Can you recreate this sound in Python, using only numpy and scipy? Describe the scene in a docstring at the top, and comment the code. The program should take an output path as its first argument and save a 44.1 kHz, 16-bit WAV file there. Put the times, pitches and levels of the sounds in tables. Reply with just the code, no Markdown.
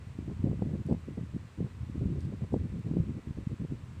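"""Squeezing a foam toy

Two hands squeeze and turn a soft foam toy right by a small microphone indoors.
Fingers land with dull thumps and rub in short strokes made of tiny slips, over the low rumble
of the shifting grip. The toy's skin ticks and rustles faintly as it comes unstuck from the fingers.
Steady microphone hiss and a trace of whine lie underneath."""
import sys
import numpy as np
from scipy.fft import rfft, irfft, next_fast_len
from scipy.io import wavfile
from scipy.ndimage import map_coordinates

SR = 44100
rng = np.random.default_rng(int(sys.argv[2]) if len(sys.argv) > 2 else 0)


def wrap_up_sound(samples):
    """Save the sound to the file named by the first command line argument, as 16-bit audio."""
    columns = np.atleast_2d(samples).T
    # keep every value between -1 and 1, then stretch to whole-number steps
    tamed = np.clip(columns, -1, 1)
    steps = np.round(tamed * 32767).astype(np.int16)
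    wavfile.write(sys.argv[1], SR, steps)


N = 176400  # 4 seconds
SLIPS_PER_S = 600


def amp(db):
    """Turn decibels into a number to multiply by."""
    return 10 ** (np.asarray(db) / 20)


def unit(x):
    """Scale a sound so that its average strength (rms) is 1."""
    return x / np.sqrt(np.mean(x ** 2) + 1e-20)


def filtered(x, response):
    """Turn each frequency in a sound up or down by the gain that response gives it."""
    size = next_fast_len(len(x) + 8192)
    freq_hz = np.fft.rfftfreq(size, 1 / SR)
    return irfft(rfft(x, size) * response(freq_hz), size)[:len(x)]


def coloured(x, points):
    """Shape a sound's tone along a curve through (freq_hz, gain_db) points."""
    hz, db = np.transpose(points)
    return filtered(x, lambda f: amp(np.interp(np.log(f + 1), np.log(hz + 1), db)))


def bell(distance):
    """A bell curve: 1 at distance zero, falling away on both sides."""
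    return np.exp(-.5 * distance ** 2)


def wobble(per_s):
    """A smooth curve that passes through per_s random values each second."""
    return map_coordinates(rng.standard_normal(1024), [np.arange(N) * per_s / SR], mode="wrap")


def slips(per_s):
    """Skin slips in tiny jerks: clicks of uneven size at random moments."""
    spread_db = 3
    chance, size, direction = rng.random(N), rng.standard_normal(N), rng.standard_normal(N)
    return (chance < per_s / SR) * amp(spread_db * size) * np.sign(direction)


def stroke(t, grain, start, length):
    """One finger stroke swells, holds and fades; gives its place in time and its piece of grain."""
    edge_s = .007
    near = slice(max(0, int((start - edge_s) * SR)), int((start + length + edge_s) * SR))
    inside_s = np.minimum(t[near] - start, start + length - t[near])
    swell = np.sin(np.pi / 2 * np.clip(.5 + .5 * inside_s / edge_s, 0, 1))
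    return near, unit(swell * grain[near]) * np.sqrt(length * SR / len(swell))  # holds near rms 1


def push(t, hz):
    """A smooth shove and its rebound, centred on time zero and strongest around hz."""
    phase_squared = (np.pi * hz * t) ** 2
    return (1 - 2 * phase_squared) * np.exp(-phase_squared)


def background():
    """Steady microphone hiss, with narrow bands of noise heard as faint wavering whines."""
    # The whines: pitch_hz, width_hz, level_db
    whines = [(942, 4.7, -81), (1037, 17, -80), (1790, 4.7, -90), (1968, 6, -79.5)]
    # Tone of the hiss: freq_hz, gain_db
    hiss_tone = [(20, -2), (100, 9), (300, 1.5), (500, 3.5), (750, -3), (1040, 0.5), (1400, -2.5),
                 (2000, -4), (2600, -5), (3200, -9.5), (4000, -11), (5100, -15), (6600, -16.5), (7900, -14),
                 (9300, -21.5), (11200, -28), (13500, -31), (15400, -28)]
    hiss_db = -59.5
    out = np.zeros(N)
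    for hz, width, db in whines:
        whine = filtered(rng.standard_normal(N), lambda f: bell((f - hz) / width))
        out += amp(db) * unit(whine)
    hiss = coloured(rng.standard_normal(N), hiss_tone)
    return out + amp(hiss_db) * unit(hiss)


def grip(t):
    """The shifting hands rumble, and go nearly still while they let the toy swell back."""
    # How loud the rumble is over time: time_s, level_db
    loudness = [(.12, -46.5), (.2, -40), (.75, -38), (.845, -51.5), (.96, -37.5), (1.06, -48), (1.4, -43.5),
                (1.52, -52.5), (1.6, -63), (1.72, -44.5), (1.82, -40.5), (2.15, -40), (2.38, -41.5),
                (2.65, -41), (2.82, -48.5), (3.04, -36.5), (3.23, -48), (3.45, -49), (3.75, -39.5),
                (4, -47.5)]
    # Tone of the rumble: freq_hz, gain_db
    rumble_tone = [(20, -20.5), (36, -26.5), (55, -9), (80, 3.5), (130, -3), (200, -10), (300, -19.5),
                   (450, -30.5), (800, -49.5), (3500, -120)]
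    wobble_db = 1.5
    level_db = np.interp(t, *np.transpose(loudness)) + wobble_db * wobble(per_s=25)
    rumble = coloured(slips(SLIPS_PER_S), rumble_tone)
    return amp(level_db) * unit(rumble)


def rustles(t):
    """Fingertips peel off the toy's skin with a faint, dry, bright crackle."""
    # Each peel: start_s, length_s, level_db
    peels = [(.86, .075, -74.5), (2.193, .065, -70.5), (2.52, 0.044, -77)]
    # Tone of the crackle: freq_hz, gain_db
    crackle_tone = [(1500, -36), (3000, -2), (4600, 6), (6500, -12), (8200, 3), (11000, -17), (15500, -16)]
    crackle = coloured(slips(SLIPS_PER_S), crackle_tone)
    out = np.zeros(N)
    for start, length, db in peels:
        near, sound = stroke(t, crackle, start, length)
        out[near] += amp(db) * sound
    return out


def ticks(t):
    """The toy's skin comes unstuck with brief, bright snaps."""
    # Each snap: start_s, peak_db, centre_hz
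    snaps = [(0.8643, -54.5, 7500), (2.2057, -49.5, 5400), (2.533, -57, 5800), (2.792, -64, 8300)]
    rise_s, decay_s, width_octaves = .0009, .0016, .48
    age = t[:1024]
    shape = (1 - np.exp(-age / rise_s)) * np.exp(-age / decay_s)
    out = np.zeros(N)
    for start, db, hz in snaps:
        noise = rng.standard_normal(len(age))
        snap = shape * filtered(noise, lambda f: bell(np.log2((f + 1) / hz) / width_octaves))
        out[round(start * SR):][:len(age)] += amp(db) * snap / np.abs(snap).max()
    return out


def rubs(t):
    """A rubbing finger's slips come muffled through the foam, brighter when it drags harder."""
    # Each stroke, with its levels before trim_db is added: start_s, length_s, bass_db, middle_db, top_db
    strokes = [(0.198, 0.031, -50.5, -42.5, -64), (0.281, 0.046, -48, -36, -51),
               (0.4, 0.057, -40.5, -47, -71), (0.435, 0.11, -38.5, -37.5, -45),
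               (0.616, 0.025, -39.5, -35.5, -43.5), (0.654, 0.11, -39.5, -37.5, -50),
               (0.783, 0.038, -41, -39.5, -62), (0.855, 0.027, -38.5, -39, -63),
               (0.892, 0.051, -50, -32, -39), (1.074, 0.066, -48, -43, -60.5),
               (1.176, 0.017, -45, -38, -44.5), (1.211, 0.026, -41, -40, -63),
               (1.341, 0.026, -40.5, -42.5, -59), (1.581, 0.047, -39.5, -34, -56),
               (1.627, 0.047, -44, -43, -51.5), (1.949, 0.035, -49, -40.5, -61),
               (2.013, 0.057, -35.5, -34, -51.5), (2.081, 0.1107, -39, -37.5, -55.5),
               (2.241, 0.065, -43, -42, -63), (2.32, 0.026, -51, -35.5, -48),
               (2.413, 0.036, -42.5, -39.5, -54), (2.524, 0.024, -38, -27.5, -40),
               (2.556, 0.02, -38, -28, -39.5), (2.598, 0.073, -42, -42, -57),
               (2.722, 0.086, -42.5, -38.5, -58.5), (2.849, 0.078, -42.5, -39.5, -53),
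               (2.942, 0.098, -39, -36.5, -50.5), (3.073, 0.053, -46, -37, -59.5),
               (3.145, 0.052, -46, -41.5, -58), (3.264, 0.058, -47.5, -44.5, -68),
               (3.369, 0.063, -45, -44.5, -55), (3.5, 0.043, -41.5, -39.5, -54.5),
               (3.596, 0.061, -41, -43, -55.5), (3.702, 0.049, -43, -41.5, -58.5)]
    # Tones of a rub's bass, middle and top: freq_hz, gain_db
    bass_tone = [(20, -27), (35, -27), (55, -6), (80, -1.5), (120, 0.5), (170, 0), (260, -26), (500, -56),
                 (1500, -120)]
    middle_tone = [(60, -34), (130, -13.5), (190, 0.5), (260, -4), (350, -9), (480, -26), (900, -63),
                   (2500, -120)]
    top_tone = [(150, -43), (320, -2), (410, 1), (520, -4), (700, -15), (930, -27), (1300, -44),
                (4000, -120)]
    # Level added to every stroke: bass_db, middle_db, top_db
    trim_db = [5, -2.5, 0]
    bass = coloured(slips(SLIPS_PER_S), bass_tone)
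    middle = coloured(slips(SLIPS_PER_S), middle_tone)
    top = coloured(slips(per_s=170), top_tone)  # the rarer, harder slips
    out = np.zeros(N)
    for start, length, *levels in strokes:
        for band, db, trim in zip((bass, middle, top), levels, trim_db):
            near, sound = stroke(t, band, start, length)
            out[near] += amp(db + trim) * sound
    return out


def thumps(t):
    """A finger lands: one soft push that does not ring, and a shorter knock as it makes contact."""
    # Each landing: time_s, push_db, pitch_hz, knock_db
    landings = [(0.19, -25, 197, -46), (0.301, -32.5, 103, -41.5), (0.443, -15, 180, -44),
                (0.473, -21.5, 210, -65), (0.489, -28, 115, -51), (0.515, -18, 145, -39),
                (0.594, -24.5, 163, -47), (0.623, -23.5, 211, -28), (0.666, -24.5, 165, -54),
                (0.737, -23.5, 165, -50), (0.857, -25, 147, -62), (0.904, -30, 185, -36),
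                (0.913, -17.5, 155, -33), (0.926, -18, 143, -28.5), (0.948, -22.5, 170, -38),
                (1.086, -31.5, 278, -49), (1.181, -28, 175, -45), (1.348, -23, 136, -59),
                (1.366, -23, 181, -57), (1.606, -22, 252, -46), (1.648, -25, 158, -48),
                (1.899, -27.5, 179, -65), (1.958, -26.5, 220, -49), (1.981, -24.5, 154, -51),
                (2.013, -31.5, 298, -64), (2.028, -21, 161, -59), (2.06, -19, 123, -52),
                (2.129, -34, 233, -48), (2.254, -26.5, 98, -60), (2.338, -45, 70, -45),
                (2.424, -27, 136, -54), (2.44, -38, 90, -41), (2.542, -23.5, 317, -24),
                (2.55, -24, 283, -50), (2.658, -27.5, 140, -62), (2.867, -27, 160, -52),
                (2.914, -19.5, 162, -40), (2.938, -26, 246, -46), (2.97, -18, 248, -37),
                (3.004, -16.5, 105, -60), (3.095, -28, 200, -49), (3.168, -25.5, 148, -48),
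                (3.274, -29.5, 190, -65), (3.31, -25, 112, -51), (3.387, -26.5, 191, -50),
                (3.473, -20.5, 144, -60), (3.518, -40, 300, -57), (3.622, -27, 164, -63),
                (3.65, -28.5, 245, -45), (3.723, -23.5, 200, -52)]
    knock_hz, reach_samples = 526, SR // 32
    out = np.zeros(N)
    for time_s, push_db, pitch_hz, knock_db in landings:
        centre = int(time_s * SR)
        near = slice(max(0, centre - reach_samples), centre + reach_samples)
        age = t[near] - time_s
        out[near] -= amp(push_db) * push(age, pitch_hz) + amp(knock_db) * push(age, knock_hz)
    return out


def scene():
    """Add the hands and the toy to the background, in one channel."""
    t = np.arange(N) / SR
    mix = thumps(t) + rubs(t) + grip(t) + ticks(t) + rustles(t) + background()
    return mix[None]


def record(dry):
    """The very highest treble is cut off."""
    cutoff_hz = 15550
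    return np.array([filtered(channel, lambda f: f < cutoff_hz) for channel in dry])


dry = scene()
out = record(dry)
wrap_up_sound(out)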